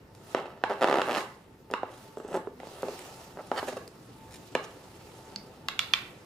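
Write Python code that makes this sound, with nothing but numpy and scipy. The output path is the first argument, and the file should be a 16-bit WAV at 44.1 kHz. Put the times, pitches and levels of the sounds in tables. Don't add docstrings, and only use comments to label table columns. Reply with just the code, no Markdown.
import sys
import numpy as np
from scipy import signal
from scipy.fft import rfft, irfft, next_fast_len
from scipy.io import wavfile

SR = 44100
rng = np.random.default_rng(int(sys.argv[2]) if len(sys.argv) > 2 else 0)


def generate_wav(sig):
    pcm = np.round(np.clip(np.atleast_2d(sig).T, -1, 1) * 32767).astype(np.int16)
    wavfile.write(sys.argv[1], SR, pcm)


N = 275625

BLOW_COLOUR_HZ = [400, 950, 2600, 8000]
# f/Hz, level/dB (relative), t60/s
BOARD_MODES = [(182, -4.5, 0.036), (264, -12, 0.058), (305, -16, 0.057), (415.7, 4, 0.033),
               (534, -0.5, 0.039), (584, 2, 0.032), (666, 6, .025), (766, 4, 0.028), (864, 4.5, 0.023),
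               (958, -2, 0.042), (1143, 7, 0.014), (1283, 1.5, 0.021), (1460, 10, 0.007), (1735, 1, 0.015),
               (1910, 7.5, 0.0057), (2300, 6, 0.005), (2600, 5, 0.008), (2930, 7, 0.0043),
               (3363, -3.5, 0.013), (3776, 0, 0.008), (4250, 3, 0.0046), (4970, 1.5, 0.0041),
               (5720, -2, 0.0036), (6900, 4, 0.0021), (8730, -6, 0.0044), (9700, -3, 0.0017),
               (13600, -24, 0.0027)]


def board_blows(rows, **settings):
    return blows(rows, BLOW_COLOUR_HZ, BOARD_MODES, **settings)


def on_board(s, peak_db, thud_db, crack_db, top_db, pan_db, contact):
    return (s, peak_db, thud_db, 0, crack_db, crack_db + top_db, pan_db, contact)


# t/s, peak level/dB, thud level/dB re peak, crack level/dB re peak
KNOCK_BLOWS = [(0.348, -19, -2, -7), (0.6383, -17.5, -7, -7), (1.0175, -26, -9, 5.5), (1.17, -21, -27, -6),
               (1.2069, -45, -1, 9), (1.7022, -42.5, 13, -9), (1.713, -48.5, 24.5, 5), (1.7208, -49, 10, 0),
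               (1.7305, -43, 6, -6), (1.7379, -19, -16, -6.5), (1.8326, -27.5, -0.5, -17),
               (2.172, -38.5, 13, -14), (2.2007, -41, 13, -10), (2.2481, -47, 13, -5),
               (2.2866, -47, 19, -5), (2.4724, -41, 15.5, -34), (2.6014, -42, -0.5, 3),
               (2.6327, -40.5, 7, -11), (2.671, -45, 13, -14), (2.8315, -30, 12.5, -10),
               (2.8842, -38.5, 12.5, -3.5), (3.3724, -37, 3, -18), (3.5162, -20, 0, -14.5),
               (3.5535, -41, 2, -10), (3.6288, -32, 8, -19), (4.5512, -33, -15, 11),
               (4.5529, -20, 1.5, -4.5)]


def knocks():
    top_db, pan_db, contact_s = -8.5, -1.5, .0018
    rows = [on_board(*row, top_db, pan_db, contact_s) for row in KNOCK_BLOWS]
    return board_blows(rows, level_db=-4.0, scatter_db=3.0, after_db=-9.0, count=4)


# t/s, slip rate/Hz
DRAG_SLIP_RATES = [
    [(.697, 200), (.737, 200)],
    [(.8113, 142), (.84, 113), (.87, 87), (.93, 65), (.98, 70), (1.0, 116), (1.012, 75)],
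    [(1.0701, 130), (1.128, 106), (1.138, 55), (1.15, 190), (1.165, 135)],
    [(2.3429, 219), (2.362, 130), (2.378, 298)],
]
# t/s, peak level/dB, thud level/dB re peak, crack level/dB re peak
GRIP_LEVELS = [(.697, -26, 4, -8), (.715, -25, -4, -12.5), (.737, -33, -8, -5.5), (.811, -23, -5.5, -6),
               (0.841, -11.5, -7.5, -6.5), (.858, -36, 10, -15), (.872, -18, -2.5, -5.5),
               (.93, -17, -4, -7.5), (.98, -19, -5, -8), (1.01, -23.5, -8, -10), (1.07, -30, -8, -7),
               (1.09, -20, -12, -12), (1.115, -26, 2, -0.5), (1.15, -30.5, -20, 4), (1.17, -20.5, -28, -7),
               (2.343, -26.5, 11, -13), (2.36, -27.5, 5, -11.5), (2.376, -36, 15, -4)]


def slip_rows():
    top_db, pan_db, contact_s = -4, -1.5, 0.00167
    uneven_db, jitter_s = 1.5, .0003
    times = []
    for drag in DRAG_SLIP_RATES:
        s, per_s = np.transpose(drag)
        t = np.arange(s[0], s[-1], 1 / SR)
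        slips_done = np.cumsum(np.interp(t, s, per_s)) / SR
        times += list(np.interp(np.arange(int(slips_done[-1]) + 1), slips_done, t))
    s, *columns = np.transpose(GRIP_LEVELS)
    peak_db, thud_db, crack_db = [np.interp(times, s, c) for c in columns]
    early, strong = rng.standard_normal((len(times), 2)).T
    uneven_times = times + jitter_s * early
    uneven_peaks_db = peak_db + uneven_db * strong
    return [on_board(*row, top_db, pan_db, contact_s)
            for row in zip(uneven_times, uneven_peaks_db, thud_db, crack_db)]


def slips():
    return board_blows(slip_rows(), level_db=-6.5, scatter_db=1.5, after_db=-18.0, count=3)


# t/s, peak level/dB, thud level/dB re peak, crack level/dB re peak, length/s
SCUFF_RUNS = [(1.171, -22.5, -13, -6.5, .016), (2.31, -55, 27, 2, 0.02), (3.378, -34.5, -5.5, -25, .04),
              (3.562, -22.5, -20, -7, .044), (3.673, -32, 6, 0.5, .025), (3.721, -58.5, 33.5, 14, 0.016),
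              (3.763, -37, 10, -2, 0.016)]


def scuffs():
    top_db, pan_db = 3, -3.5
    rows = [on_board(*row, top_db, pan_db, length) for *row, length in SCUFF_RUNS]
    return board_blows(rows, level_db=-0.5, scatter_db=2.0, after_db=5.0, count=60)


# t/s, peak level/dB, length/s
RUSTLE_RUNS = [(0.149, -42, 0.0029), (1.711, -37, .004), (1.907, -44, .021), (1.934, -43, 0.016),
               (1.972, -42, 0.016), (2.8214, -34.5, .003), (2.99, -32.5, 0.0041), (3.467, -43, 0.01),
               (3.8767, -38, .003), (4.31, -31.5, 0.067), (4.629, -35, .03)]


def rustles():
    colour_db, pan_db = [-29, -23, -12.5, 1.9], 2
    rows = [(s, peak_db, *colour_db, pan_db, length) for s, peak_db, length in RUSTLE_RUNS]
    return board_blows(rows, level_db=-0.5, scatter_db=2.0, after_db=5.0, count=60)


# t/s, board rumble level/dB, sliding hiss level/dB
RUMBLE_HISS_LEVELS = [(0.0, -59, -87), (0.33, -42.5, -50), (0.37, -24, -76), (0.56, -41, -101),
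                      (0.7, -45, -58), (0.85, -22, -65), (1.2, -27, -45), (1.28, -51, -59),
                      (1.76, -59, -96), (1.88, -39.5, -66.5), (2.04, -47, -56), (2.23, -49, -69),
                      (2.35, -24.5, -62), (2.45, -82, -83), (2.66, -41, -56.5), (2.92, -36, -49),
                      (3.19, -42.5, -52.5), (3.43, -45, -62.5), (3.66, -49, -47.5), (3.9, -52, -64.5),
                      (4.6, -46, -58), (5.29, -46, -59), (5.6, -46, -66), (6.0, -43.5, -55.5),
                      (6.25, -49.5, -64.5)]
# f/Hz, level/dB (density, relative)
HISS_SPECTRUM = [(710, 2), (1200, -6), (2300, -15), (2560, 8), (3430, -10.5), (4170, -8), (9410, -14),
                 (16000, -20.5)]


def rumble_and_hiss():
    grains_per_s = 900
    rumble_db, hiss_db = in_time(RUMBLE_HISS_LEVELS)
    sizes = from_db(3.5 * np.minimum(rng.exponential(1, N), 4)) * rng.choice([-1, 1], N)
    grains = sizes * (rng.random(N) < grains_per_s / SR)
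    hz = np.array(BOARD_MODES)[:, 0]
    softness = from_db(-4.0 * np.log2(1 + hz / 900))
    body = signal.fftconvolve(softness @ mode_rings(BOARD_MODES), grains)[:N]
    hiss = banded_noise(HISS_SPECTRUM, patchy_db=1.5) * from_db(1.2 * drift(46))
    return from_db(rumble_db - 11.5) * rms_one(body), from_db(hiss_db + 0.5) * hiss


# t/s, level/dB
SING_LEVELS = [(2.17, -69), (2.25, -76.5), (2.368, -54.5), (2.38, -87)]
# f/Hz, damping/Hz (t60 = 1 / damping), level/dB (relative)
BLADE_MODES = [(3490, 86, -5), (6340, 340, 1), (7770, 150, 3.5), (9540, 200, -4), (11200, 200, -11)]


def blade():
    start = (SING_LEVELS[0][0] - .01, -120)
    end = (SING_LEVELS[-1][0] + .01, -120)
    level_db, = in_time([start] + list(SING_LEVELS) + [end])
    drag = rng.standard_normal(N) * from_db(4.6 * drift(94))
    return sum(from_db(level_db + db) * rms_one(ring(drag, hz, 1.0 / damping))
               for hz, damping, db in BLADE_MODES)


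# t/s, peak level/dB, body level/dB re peak, ring level/dB re peak
CLACK_HITS = [(5.685, -22, -10.5, -9.5), (5.792, -15, -17, -12.5), (5.936, -16.5, -12, -5)]
CLACK_COLOUR_HZ = [1200, 2200, 3600, 4700, 9000]
# f/Hz, level/dB (relative), t60/s
CLACKER_MODES = [(780, -6, .012), (1130, 0, .014), (1350, 0, .014), (1700, 0, .008), (1980, -1, .008),
                 (2250, 0, .009), (2650, 0, .006), (3000, -1, .005), (3400, -1, .005), (3800, -1, .005),
                 (4250, -1, .005), (4560, -1, .006), (5200, -2, .004), (5900, -1, .003), (6900, -1, .003),
                 (8200, -1, .002), (9800, -1, .002), (11800, -1, .002), (14200, -3, .002)]
# peak level/dB, then level/dB re peak at each of CLACK_COLOUR_HZ
TINK_LEVELS = (-24, -30, -21.5, -27, -2.5, -37)


def clacks():
    tops_db, pan_db, contact_s = [-8.5, -19.5], -2, 0.004
    tink_s = 5.36
    hits = [(tink_s, *TINK_LEVELS)] + [(*hit, 0, *tops_db) for hit in CLACK_HITS]
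    rows = [(*hit, pan_db, contact_s) for hit in hits]
    return blows(rows, CLACK_COLOUR_HZ, CLACKER_MODES, level_db=8.5, scatter_db=2.3,
                 after_db=-10, count=16, facing=-1.019)


# t/s, f/Hz, level/dB, t60/s
PAN_THUMP = (5.36, 203, -41.5, 0.34)


def thump():
    s, hz, db, t60 = PAN_THUMP
    push = np.zeros(N)
    push[round(s * SR):round(s * SR) + 100] = np.hanning(100) / 50
    return from_db(db) * ring(push, hz, t60)


# f/Hz, t60/s
KITCHEN_DECAY = [(150, 0.37), (500, 0.39), (2000, 0.48), (6000, 0.27), (15000, 0.41)]


def kitchen(x):
    t, tail = np.arange(SR) / SR, 0
    edges = 100 * 2 ** np.arange(0, 7.6, .5)
    for low, high in zip(edges, edges[1:]):
        hz = np.sqrt(low * high)
        mid, side = half_octave(low, high, rng.standard_normal((2, SR)))
        apart = hz ** 3 / (hz ** 3 + 1100 ** 3)
        fade = from_db(-60 * t / at_hz(KITCHEN_DECAY, hz))
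        tail = tail + (mid + apart * side * [[1], [-1]]) * fade
    tail = tail * (1 - np.exp(-t / 0.00043))
    return signal.fftconvolve(tail, x[None])[:, :N]


# f/Hz, level/dB
PORT_TILT = [(60, 0.0), (130, -6), (290, 0), (640, 0.5), (1410, -3.5), (3100, -4), (6820, -1.5),
             (15000, -1.5)]
# f/Hz, phase/rad
PORT_LEAD = [(300, 0), (1720, 0.16), (2150, 0.94), (2700, 0.6), (6000, 0.79), (11300, 1.26), (14400, 1.2),
             (16000, -1)]


def ports(x):
    size = next_fast_len(N + 4096)
    hz = np.maximum(np.fft.rfftfreq(size, 1 / SR), 1)
    turn = np.exp(1j * np.multiply.outer([.5, -.5], at_hz(PORT_LEAD, hz)))
    return irfft(rfft(x, size) * sides(at_hz(PORT_TILT, hz)) * turn, size)[:, :N]


# f/Hz, level/dB (density, relative)
ROOM_SPECTRUM = [(15, -43), (25, -11), (117, 3), (277, -0.5), (394, -0.5), (545, -5.5), (659, -20),
                 (818, -11), (887, -13), (1040, -13), (11600, -35), (14400, -32), (16000, -46)]
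# t/s, level/dB
ROOM_COURSE = [(0.0, -55.5), (1.5, -56), (4.4, -53.5), (5.0, -54), (6.25, -53)]
# f/Hz, damping/Hz (t60 = 4.8 / damping), level/dB
APPLIANCE_HUM = [(119.5, 8.2, -66), (885, 2.5, -64)]


def background():
    level_db, = in_time(ROOM_COURSE)
    hums = sum(from_db(db) * rms_one(ring(rng.standard_normal(N), hz, 4.8 / damping))
               for hz, damping, db in APPLIANCE_HUM)
    swell = from_db(level_db - np.mean(level_db))
    return from_db(level_db + 1.5) * banded_noise(ROOM_SPECTRUM, patchy_db=2.0) + swell * hums


# f/Hz, correlation
NOISE_LIKENESS = [(60, 1), (180, 0.99), (550, 0.68), (1650, 0.067), (4970, 0.29), (15000, 0.35)]


def banded_noise(spectrum, patchy_db):
    out = 0
    edges = 22 * 2 ** np.arange(0, 9.9, .5)
    white = rng.standard_normal((2, 2, N))
    for k, (low, high) in enumerate(zip(edges, edges[1:])):
        hz = np.sqrt(low * high)
        if hz < spectrum[0][0]:
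            continue
        mid, side = half_octave(low, high, white[k % 2])
        alike = np.clip(at_hz(NOISE_LIKENESS, hz), -1, .993)
        gain = from_db(at_hz(spectrum, hz) + patchy_db * drift(8.5))
        out = out + gain * (np.sqrt(1 + alike) * mid + np.sqrt(1 - alike) * side * [[1], [-1]])
    return rms_one(out)


def half_octave(low, high, x):
    return signal.sosfilt(signal.butter(2, [low, high], "band", fs=SR, output="sos"), x)


def blows(rows, colour_hz, modes, level_db, scatter_db, after_db, count, facing=1):
    hz, out = np.array(modes)[:, 0], np.zeros((3, N + SR))
    sideways = hz / (hz + 1500)
    order = np.arange(len(modes))[:, None]
    averaged = (-1.) ** order * mode_rings(modes)
    luck = rng.standard_normal((len(rows), 3, len(modes)))
    catches = rng.random((len(rows), 2, count))
    for row, (body, ear, grip), (when, size) in zip(rows, luck, catches):
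        s, peak_db, *colour, pan_db, contact = row
        strength = from_db(peak_db + level_db + at_hz(list(zip(colour_hz, colour)), hz))
        rings = facing ** order * mode_rings(modes, 1 + .05 * sideways * grip)
        ears = from_db(scatter_db * body) * sides(sideways * (pan_db + 2 * scatter_db * ear))
        rung = np.vstack([(strength * ears) @ rings, strength @ averaged])
        clicks = np.zeros(int(max(contact, 1e-3) * SR) + 1)
        push = from_db(after_db) * np.sin(np.pi * when) * (2 * size - 1)
        np.add.at(clicks, (when * len(clicks)).astype(int), push)
        clicks[0] = -1
        sound = signal.fftconvolve(rung, clicks[None] / np.linalg.norm(clicks))
        start = round(s * SR)
        out[:, start:start + sound.shape[1]] += sound
    return out[:, :N]


def mode_rings(modes, detune=1):
    hz, db, t60 = np.transpose(modes)[:, :, None]
    t = np.arange(SR // 16) / SR * np.reshape(detune, (-1, 1))
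    ringing = from_db(db - 60 * t / t60) * np.sin(2 * np.pi * hz * t)
    return ringing * (1 - np.exp(-(3.8 * hz * t) ** 2))


def ring(clicks, hz, t60):
    r, w = np.exp(-np.log(1000) / (t60 * SR)), 2 * np.pi * hz / SR
    return signal.lfilter([0, np.sin(w)], [1, -2 * r * np.cos(w), r * r], clicks + 1e-18)


def drift(rate):
    r = np.exp(-80 * np.pi * rate / SR)
    steps = rng.standard_normal(N // 40 + 2002)
    slow = signal.lfilter([1], [1, -2 * r, r * r], steps)[2000:]
    return np.interp(np.arange(N) / 40, np.arange(len(slow)), rms_one(slow))


def sides(pan_db):
    return from_db(np.multiply.outer([.5, -.5], pan_db))


def in_time(rows):
    s, *columns = np.transpose(rows)
    return [np.interp(np.arange(N) / SR, s, c) for c in columns]


def at_hz(points, hz):
    point_hz, values = np.array(points)[:, 0], np.array(points)[:, 1]
    return np.interp(np.log(hz), np.log(point_hz), values)


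def from_db(db):
    return 10 ** (np.asarray(db) / 20)


def rms_one(x):
    return x / np.sqrt(np.mean(x ** 2) + 1e-20)


def scene():
    rumble, hiss = rumble_and_hiss()
    more_to_walls = [[1], [1], [from_db(2.5)]]
    board = knocks() * more_to_walls + slips() + scuffs() + rustles() + rumble + blade()
    board = signal.sosfilt(signal.butter(4, 210, "high", fs=SR, output="sos"), board)
    clacking = signal.sosfilt(signal.butter(2, 650, "high", fs=SR, output="sos"), clacks())
    answer = kitchen(from_db(-38) * board[2] + from_db(-36) * clacking[2])
    counter = ports(board[:2] + clacking[:2] + answer + hiss)
    return counter + thump() + background()


def record(dry):
    return signal.sosfilt(signal.cheby2(14, 70, 16300, fs=SR, output="sos"), dry)


dry = scene()
out = record(dry)
generate_wav(out)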